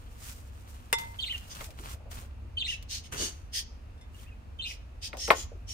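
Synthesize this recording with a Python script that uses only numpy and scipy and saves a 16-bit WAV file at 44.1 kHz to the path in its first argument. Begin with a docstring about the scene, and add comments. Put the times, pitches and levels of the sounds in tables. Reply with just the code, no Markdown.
"""Potting at a garden table, while distant traffic rumbles throughout. First gritty soil slides off a
plastic scoop, hissing and pattering into a ceramic bowl, and the scoop clinks on the rim. As stones and
clods fall, sparrows begin to chirp (three times near, once far off) and another bird scolds in dry rasps.
After three seconds the scoop digs for more, then grazes the bowl and spills a little soil.
Near the end something is set down on the table with a hard knock."""
import sys
import numpy as np
from scipy import signal
from scipy.fft import rfft, irfft, next_fast_len
from scipy.io import wavfile
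from scipy.ndimage import map_coordinates

SR = 44100
rng = np.random.default_rng(int(sys.argv[2]) if len(sys.argv) > 2 else 0)


def transcribe(signal):
    """Save signal, clipped to [-1, 1], as a 16-bit WAV file at the path in sys.argv[1]."""
    frames = np.atleast_2d(signal).T
    limited = np.clip(frames, -1, 1)
    pcm = np.round(limited * 32767).astype(np.int16)
    wavfile.write(sys.argv[1], SR, pcm)


N = 252848

# The garden's echo. Each row: frequency in Hz, seconds to fade by 60 dB.
GARDEN_ECHO = [(200, .25), (1000, 0.41), (3000, 0.35), (6000, 0.41), (9000, 0.11), (15000, 0.022)]
# A sparrow's two kinds of call. Each row is a note: start within the call and length in seconds,
# first, middle and last pitch in Hz, relative level in dB, roughness from 0 to 1.
CHIRRUP = [(.001, .019, 3350, 3030, 3280, -2, 0.07), (0.012, 0.0314, 4216, 4116, 3430, -13, 0.72),
           (0.036, .027, 3696, 3280, 2480, -2, 0.27), (0.069, 0.038, 3620, 3890, 3690, -8.5, .62),
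           (0.09, 0.0166, 2910, 2114, 1990, -12.5, 0), (.109, 0.0339, 2650, 2920, 3000, -2.5, 0.2),
           (.14, 0.0122, 2330, 1906, 1730, -11.5, .03), (0.154, 0.0247, 2770, 2710, 2630, -5.5, 0.07)]
CHEEP = [(0, 0.029, 3220, 3100, 3040, -0.5, 0.18), (0.019, .054, 2900, 3990, 3380, -0.5, 0.78),
         (.054, .051, 2770, 2844, 2970, -1, 0.51), (.107, 0.0278, 2830, 2516, 2430, -6, 0.67)]


def amp(db):
    """Turns decibels into a gain to multiply by."""
    return 10 ** (np.asarray(db) / 20)


def unit(x):
    """Scales a signal to an average strength (rms) of 1."""
    return x / np.sqrt(np.mean(x ** 2) + 1e-20)


def along(points, hz):
    """Reads between (Hz, value) points on a logarithmic frequency scale."""
    freqs, values = np.transpose(points)
    return np.interp(np.log(hz + 1), np.log(freqs + 1), values)


def wobble(rate, size=N):
    """A smooth curve through `rate` random points a second."""
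    points = rng.standard_normal(int(size * rate / SR) + 4)
    return map_coordinates(points, [np.arange(size) * rate / SR])


def filtered(x, response):
    """Multiplies each frequency in x by response(hz)."""
    n = x.shape[-1]
    padded = next_fast_len(n + SR // 10)
    return irfft(rfft(x, padded) * response(np.fft.rfftfreq(padded, 1 / SR)), padded)[..., :n]


def coloured(x, spectrum):
    """Shapes the tone of x with (Hz, dB) points, then sets its strength to 1."""
    return unit(filtered(x, lambda hz: amp(along(spectrum, hz))))


def impulse(spectrum, size=2048):
    """A click of peak 1 with the given spectrum."""
    cepstrum = irfft(np.log(amp(along(spectrum, np.fft.rfftfreq(size, 1 / SR)))))
    # folding the second half onto the first packs the energy at the start
    cepstrum[1:size // 2] *= 2
    cepstrum[size // 2 + 1:] = 0
    click = irfft(np.exp(rfft(cepstrum)))
    return click / np.abs(click).max()


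def fade(t, t60):
    """A gain that falls by 60 dB every t60 seconds."""
    return np.exp(-np.log(1000) * t / t60)


def add(out, s, x):
    """Mixes x into out, starting at s seconds."""
    i = round(s * SR)
    out[..., i:i + x.shape[-1]] += x[..., :N - i]


def scattered(start, end, count):
    """Loosely spaced random moments between start and end, in seconds."""
    return start + (end - start) * (np.arange(count) + rng.random(count)) / count


def from_left(x, lag_ms):
    """A sound from the left reaches the right ear later."""
    return filtered(x, lambda hz: np.exp(1j * np.pi * hz * np.array([[1], [-1]]) * lag_ms / 1000))


def diffuse(pair):
    """Scattered sound: long waves are alike at both ears, short ones unrelated."""
    mid, side = (pair[0] + pair[1]) / 2, (pair[0] - pair[1]) / 2
    side = filtered(side, lambda hz: hz / np.hypot(hz, 300))
    return np.array([mid + side, mid - side])


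def spread(three, direct, lag_ms=0.408):
    """Stereo from three signals: one comes straight with the share `direct` of the power, two scatter."""
    return np.sqrt(direct) * from_left(three[0], lag_ms) + np.sqrt(1 - direct) * diffuse(three[1:])


def stereo_noise(size, direct, lag_ms=0.408):
    """White noise, partly direct and partly scattered."""
    return spread(rng.standard_normal((3, size)), direct, lag_ms)


def echo(x, t60s):
    """Scattered reflections, each frequency dying at its own speed."""
    hz, t, noise = signal.stft(rng.standard_normal((2, SR // 2)), SR, nperseg=256)
    tail = signal.istft(noise * fade(t, along(t60s, hz)[:, None]), SR, nperseg=256)[1]
    return signal.fftconvolve(x, tail / np.linalg.norm(tail[0]), axes=1)[:, :N]


def traffic():
    """Distant engines make a low rumble that swells twice, along with faint open-air hiss."""
    # The tone of the engines and of the air. 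Each row: frequency in Hz, relative level in dB.
    engine_tone = [(12, -47), (20, -8.5), (48, 4), (68, 6.5), (93, 0.5), (145, -15), (209, -23.5),
                   (242, -14.5), (300, -46), (390, -60), (660, -120)]
    air_tone = [(130, -27), (220, -5.5), (383, -14), (419, -17), (450, -10.5), (483, -13), (953, -17),
                (1080, -18.5), (1160, -17.5), (2060, -25.5), (2640, -22), (3270, -29.5), (15800, -45)]
    # The swells. Each row: time of the top in seconds, half width in seconds, rise in dB.
    surges = [(2.8, 0.83, 1.5), (5.56, .13, 4.5)]
    mid, side = coloured(rng.standard_normal((2, N)), engine_tone)
    rumble = mid + amp(-14) * np.array([side, -side])
    air = coloured(stereo_noise(N, direct=0.23, lag_ms=0.45), air_tone)
    surge_db = sum(db * np.exp(-((np.arange(N) / SR - s) / width) ** 2) for s, width, db in surges)
    return amp(-45.5 + surge_db) * rumble + amp(-59) * air


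def scolding_bird():
    """Harsh calls with no pitch: a fluttering hiss swells through a resonance of the throat."""
    # The calls. Each row: middle in seconds, length in seconds, relative level in dB, resonance in Hz.
    rasps = [(1.52, 0.048, -45.5, 6200), (2.713, 0.11, -42.5, 5500), (2.945, .11, -37, 4200),
             (3.057, 0.055, -52.5, 2900), (3.232, .14, -33.5, 6650), (3.574, 0.091, -32, 5200),
             (4.703, 0.11, -46, 5030), (5.055, .075, -38.5, 4870), (5.243, 0.14, -37, 5670),
             (5.395, 0.11, -40, 6760), (5.715, 0.082, -42, 5500)]
    # The tone they share. Each row: frequency in Hz, relative level in dB.
    rasp_tone = [(1100, -38), (1800, -12.5), (2300, -13.5), (3100, -3.5), (3900, -7), (5000, -6),
                 (6600, -4.5), (7500, -14), (8600, -9), (11500, -24.5), (14500, -18), (15700, -37)]
    out = np.zeros((2, N))
    ripple_hz = np.arange(0, SR / 2, 170)
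    for s, length, db, throat_hz in rasps:
        t = np.arange(int(2 * length * SR)) / SR - length
        hiss = coloured(stereo_noise(len(t), direct=0.17), rasp_tone)
        ripple_db = 3.5 * rng.standard_normal(len(ripple_hz))  # each call has its own peaks and dips
        throat = lambda hz: 1 + 1.15 / (1 + ((hz - throat_hz) / 550) ** 2)
        hiss = unit(filtered(hiss, lambda hz: amp(np.interp(hz, ripple_hz, ripple_db)) * throat(hz)))
        steepness = np.where(t < 0, 3.6, 2.1)  # a call starts more abruptly than it ends
        swell = np.exp(-np.abs(t / (0.4 * length)) ** steepness)
        flutter = amp(0.62 * wobble(298, size=len(t)))
        add(out, s - length, amp(db + 1.5) * swell * flutter * hiss)
    return out + amp(-16.5) * echo(out, GARDEN_ECHO)


def sparrow_notes():
    """Gives every note of every chirp its start, length, three pitches, level and roughness."""
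    # The chirps. Each row: start in seconds, kind of call, relative level in dB, pitch ratio,
    # length ratio, loss of high notes with distance in dB per octave.
    chirps = [(1.187, CHIRRUP, -34.5, 1.036, .975, -1.5), (2.569, CHIRRUP, -32.5, 0.99, 1.0, -6),
              (4.139, CHIRRUP, -60, .93, 1.12, 10), (4.588, CHEEP, -40.5, .99, 1.01, 1.5)]
    mid_range_hz = 3000
    for onset, call, call_db, pitch, stretch, dull_db in chirps:
        for s, length, first, middle, last, db, rough in call:
            level = call_db + db - dull_db * np.log2(middle / mid_range_hz)
            pitches = pitch * np.array([first, middle, last])
            yield onset + stretch * s, stretch * length, pitches, level, rough


def sparrows():
    """Each note is a gliding whistle with a weak octave; a fast flutter roughens it."""
    song = np.zeros(N)
    for s, length, pitches, db, rough in sparrow_notes():
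        n = int(length * SR)
        progress = np.linspace(0, 1, n)
        glide_hz = np.polyval(np.polyfit([0, .5, 1], pitches, 2), progress)
        phase = 2 * np.pi * np.cumsum(glide_hz) / SR
        flutter = wobble(997, size=n) + 1j * wobble(989, size=n)
        voice = np.sqrt(1 - rough) + np.sqrt(rough / 2) * flutter
        whistle = np.real(voice * (np.exp(1j * phase) + amp(-30) * np.exp(2j * phase)))
        swell = np.abs(np.sin(np.pi * progress)) ** 0.42
        add(song, s, amp(db + 4) * swell * whistle)
    bright = filtered(song, lambda hz: amp(along([(6300, 0.89), (7500, 13.8)], hz)))
    direct = from_left(bright, lag_ms=0.461)
    pots = echo(direct, [(2000, 0.11), (6000, 0.086)])  # quick scatter off the things on the table
    return direct + amp(-3) * pots + amp(-10) * echo(direct, GARDEN_ECHO)


def table_knocks():
    """Each blow makes a crack; the table top rings and the things on it rattle."""
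    # The blows. Each row: start in seconds, relative level in dB, extra level of the crack in dB.
    blows = [(1.6091, -36.5, 4.5), (5.131, -34.5, 6), (5.2776, -31.5, 1), (5.3042, -8.5, 4)]
    # The table's ringing tones. Each row: pitch in Hz, relative level in dB, seconds to fade by 60 dB.
    table_modes = [(310, -5.5, 0.069), (448, -7.5, 0.14), (527, -9, 0.16), (577, 1.5, 0.08),
                   (702, -7, 0.12), (845, -5.5, 0.15), (943, -5.5, 0.033), (1063, -0.5, 0.11),
                   (1206, 2, 0.056), (1330, 3.5, 0.046), (1480, -2, 0.1), (1854, -2, 0.12),
                   (2136, 3.5, 0.059), (2450, -16, .06), (2840, -8, .08)]
    # The tone of the rattle and of the crack. Each row: frequency in Hz, relative level in dB.
    rattle_tone = [(59, -43), (100, -28), (580, -9), (1240, -12), (1670, -22), (1820, -17), (5030, -29),
                   (6920, -43), (7370, -35), (8730, -36), (11000, -43), (14200, -36), (15800, -64)]
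    crack_tone = [(200, -42), (700, -28), (1300, -6), (1900, 2), (2400, 7), (2900, -6), (4000, -6),
                  (6000, -51), (15000, -37)]
    out, t = np.zeros((2, N)), np.arange(SR // 2) / SR
    ring = np.zeros((2, len(t)))
    for k, (hz, db, t60) in enumerate(table_modes):
        # neighbouring tones swing opposite ways; the shorter the wave, the more out of step the ears
        phase = np.pi * (k + np.array([[0], [hz / 2800]]))
        lean_left = amp(np.array([[1], [-1]]) * along([(500, 1.3), (1500, 0.38)], hz))
        ring += lean_left * amp(db) * fade(t, t60) * np.sin(2 * np.pi * hz * t + phase)
    attack = 1 - np.exp(-t / 0.00097)
    for s, db, crack_db in blows:
        rattle = coloured(stereo_noise(len(t), direct=.35, lag_ms=.03), rattle_tone) * fade(t, t60=.11)
        body = amp(-10.5) * ring + amp(-6.5) * rattle * amp([[2], [-2]])
        add(out, s, amp(db) * body * attack)
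        add(out, s, amp(db + crack_db) * impulse(crack_tone))
    return out


def bowl_clinks():
    """The scoop clacks on the rim and the ceramic bowl rings on."""
    # The touches. Each row: start in seconds, then in dB the ring, the clack and the lowest tone's loss.
    touches = [(.9284, -28, -18, -4.5), (3.978, -68, -80, 18), (4.012, -58, -78, 8)]
    # The bowl's ringing tones. Each row: pitch in Hz, relative level in dB, seconds to fade by 60 dB.
    bowl_modes = [(916, -6, .54), (2055, -2.5, .46), (3537, 0.5, .26), (4097, -20, .2), (4764, -16, .14),
                  (5350, -1, .11), (6050, -7, .1), (7472, -8, .14), (8942, -4, .11)]
    # The scoop's own short ring. Each row: frequency in Hz, relative level in dB.
    clack_tone = [(150, -52), (280, -43), (430, 4), (650, -13.5), (1000, -5), (1400, -1), (1650, -11),
                  (2000, 4.5), (2350, -9), (2780, 0), (3200, -14), (5300, -14), (9000, -15.5), (15500, -25)]
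    snap_tone = [(800, -21), (4000, -21), (15000, -7)]
    out, t = np.zeros((2, N)), np.arange(SR * 3 // 4) / SR
    ear_phase = np.array([[0], [2.3]])  # the ring reaches the two ears out of step
    lowest_hz = bowl_modes[0][0]
    for s, ring_db, clack_db, loss_db in touches:
        ring = np.zeros((2, len(t)))
        for hz, db, t60 in bowl_modes:
            tone = np.sin(2 * np.pi * hz * t + ear_phase)
            # the bowl is not quite round, so each tone has a close twin that beats with it
            twin = amp(-14) * np.sin(2 * np.pi * (hz + 11) * t)
            gain = amp(db - loss_db * (lowest_hz / hz) ** 2)  # a light graze stirs mostly high tones
            ring += gain * fade(t, t60) * (tone + twin)
        clack = coloured(stereo_noise(len(t), direct=0.043, lag_ms=0.1), clack_tone)
        snap = coloured(stereo_noise(len(t), direct=0.67, lag_ms=0.027), snap_tone)
        contact = clack * fade(t, t60=0.059) + amp(9) * snap * fade(t, t60=0.0036)
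        add(out, s, amp(ring_db) * ring + amp(clack_db) * contact)
    return out


def clods():
    """Lumps of soil land with a dull, short resonance; the heavy ones tumble on."""
    # Heavy clods and soft bumps. Each row: start in seconds, relative level in dB, pitch in Hz.
    heavy = [(1.684, -41.5, 564), (1.80, -40, 336), (2.056, -42.5, 620), (2.42, -39.5, 283),
             (3.196, -25, 397), (5.135, -30, 686), (5.281, -22.5, 630), (5.378, -38, 330),
             (5.517, -38, 470)]
    tumble_s, loss_db, pitch_ratio = .034, 8.5, 0.87  # from one contact to the next
    landings = [(s + k * tumble_s, db - k * loss_db, hz * pitch_ratio ** k)
                for s, db, hz in heavy for k in range(3)]
    # small lumps roll off the heap
    landings += [(s, -45, 533 * 2 ** rng.uniform(-0.19, 0.33)) for s in scattered(1.92, 2.22, count=5)]
    out, t = np.zeros((2, N)), np.arange(SR // 5) / SR
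    envelope = fade(t, t60=0.17) * (1 - np.exp(-t / 0.0013))
    for s, db, pitch in landings:
        noise = stereo_noise(len(t), direct=0.64, lag_ms=.05)
        thud = filtered(noise, lambda hz: 1 / (1 + ((hz - pitch) / (.3 * pitch)) ** 2))
        add(out, s, amp(db - 9) * unit(thud) * envelope)
    return out


def ticks():
    """Short bright ticks: grit on the scoop, then clicks as something is set on the table."""
    # Single ticks, loud and faint. Each row: start in seconds, relative level in dB.
    timed = [(.234, -46), (.6145, -65), (.9848, -27), (1.3786, -35.5), (1.5507, -33.5), (1.6087, -36),
             (1.6433, -32.5), (1.7055, -40), (2.116, -39), (2.826, -38.5), (4.2307, -46), (5.1703, -35.5),
             (5.2784, -29)]
    stray = [(s, -39) for s in scattered(1.85, 1.95, count=2)]  # two more fall as the scoop empties
    tick_tone = [(500, -23), (2500, 3.5), (6500, 0), (15000, -6.5)]
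    out, t = np.zeros((2, N)), np.arange(SR // 20) / SR
    for s, db in list(timed) + stray:
        tick = coloured(rng.standard_normal((2, len(t))), tick_tone)
        add(out, s, amp(db - 7) * tick * fade(t, t60=0.045))
    return out


def grains(rate, size_db, bed):
    """Three streams of tiny collisions, `rate` a second and uneven in size, over a smooth rush."""
    hits = (rng.random((3, N)) < rate / SR) * rng.standard_normal((3, N))
    sizes = amp(size_db * rng.standard_normal((3, N)))
    return unit(hits * sizes) + bed * rng.standard_normal((3, N))


def stroke(s, length, rise, release, swell_db=0):
    """The gain of one movement: it rises, holds while swelling or sagging, and dies away."""
    t = np.arange(N) / SR - s
    hold = amp(swell_db * (np.clip(t / length, 0, 1) - 1))
    return fade(np.maximum(-t, 0), rise) * hold * fade(np.maximum(t - length, 0), release)


def soil_flow():
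    """The gains of fine grit and coarse crumbs as soil slides off the scoop."""
    # The pours. Each row: start of full flow, length, 60 dB rise time and 60 dB fall time in seconds,
    # then in dB the relative grit level, the relative crumb level and the swell of the grit.
    pours = [(0.23, 0.067, 0.24, 0.39, -49.5, -66, 2), (0.678, .09, 0.052, 0.18, -64, -67.5, -2),
             (0.984, .012, 0.049, 0.47, -51, -54, 4), (1.183, .17, 0.13, 0.56, -56.5, -69, 9),
             (1.541, 0.11, 0.75, 0.2, -50.5, -58, 6.5), (1.795, 0.14, .13, 0.12, -52.5, -55.5, 5.5),
             (2.116, 0.11, 0.041, 0.22, -58.5, -57.5, -7), (4.181, 0.052, 0.24, 0.23, -62, -68.5, 1)]
    trickle = stroke(0, length=1.9, rise=.1, release=.3)  # loose soil runs between the first pours
    grit, crumbs = amp(-69.5) * trickle, amp(-70.5) * trickle
    for s, length, rise, release, grit_db, crumbs_db, swell_db in pours:
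        grit = np.hypot(grit, amp(grit_db) * stroke(s, length, rise, release, swell_db))
        crumbs = np.hypot(crumbs, amp(crumbs_db) * stroke(s, length, rise, release))
    return grit, crumbs


def soil():
    """Fine grit hisses and crumbs patter off the scoop; digging crunches through its hollow blade."""
    # The tone of the grit, the crumbs and the blade. Each row: frequency in Hz, relative level in dB.
    grit_tone = [(700, -14), (1500, -5.5), (4000, -7.5), (6000, -4), (9000, -4), (11200, -9.5), (13500, -7),
                 (15500, -8)]
    crumb_tone = [(120, 8.5), (300, -6.5), (600, -5.5), (1300, 0), (2000, -9), (3000, -6.5), (4500, -11.5),
                  (9000, -52)]
    blade_tone = [(120, -3), (200, -7), (517, -7.5), (621, -15.5), (929, -11.5), (1490, -9), (2490, -16.5),
                  (2680, -10), (4160, -20), (5570, -21), (6110, -12), (7600, -20), (8330, -17),
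                  (14200, -29), (15800, -26)]
    # Pushes into the soil. Each row: start in seconds, length in seconds, relative level in dB.
    digs = [(3.125, 0.016, -39.5), (3.204, .01, -41)]
    grit, crumbs = soil_flow()
    bites = [amp(db) * stroke(s, length, rise=0.024, release=0.46) for s, length, db in digs]
    fine = grains(rate=3500, size_db=4.5, bed=.8)
    coarse = grains(rate=700, size_db=4.5, bed=.6)
    hiss = coloured(spread(fine, direct=0.012), grit_tone) * amp(4.5 + 1.4 * wobble(60))
    patter = coloured(spread(coarse, direct=0.73), crumb_tone) * amp(8 + 3 * wobble(40.2))
    dug = grains(rate=1500, size_db=3, bed=.6)
    crunch = coloured(spread(dug, direct=.55), blade_tone) * amp(2.5)
    return grit * hiss + crumbs * patter + np.max(bites, axis=0) * crunch


def scene():
    """The potting and its faint garden echo, with the birds and the traffic."""
    potting = soil() + ticks() + clods() + bowl_clinks() + table_knocks()
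    return potting + amp(-26) * echo(potting, GARDEN_ECHO) + sparrows() + scolding_bird() + traffic()


def record(dry):
    """Cuts away the very highest treble."""
    top_hz = 15700
    return filtered(dry, lambda hz: 1 / (1 + (hz / top_hz) ** 120))


dry = scene()
out = record(dry)
transcribe(out)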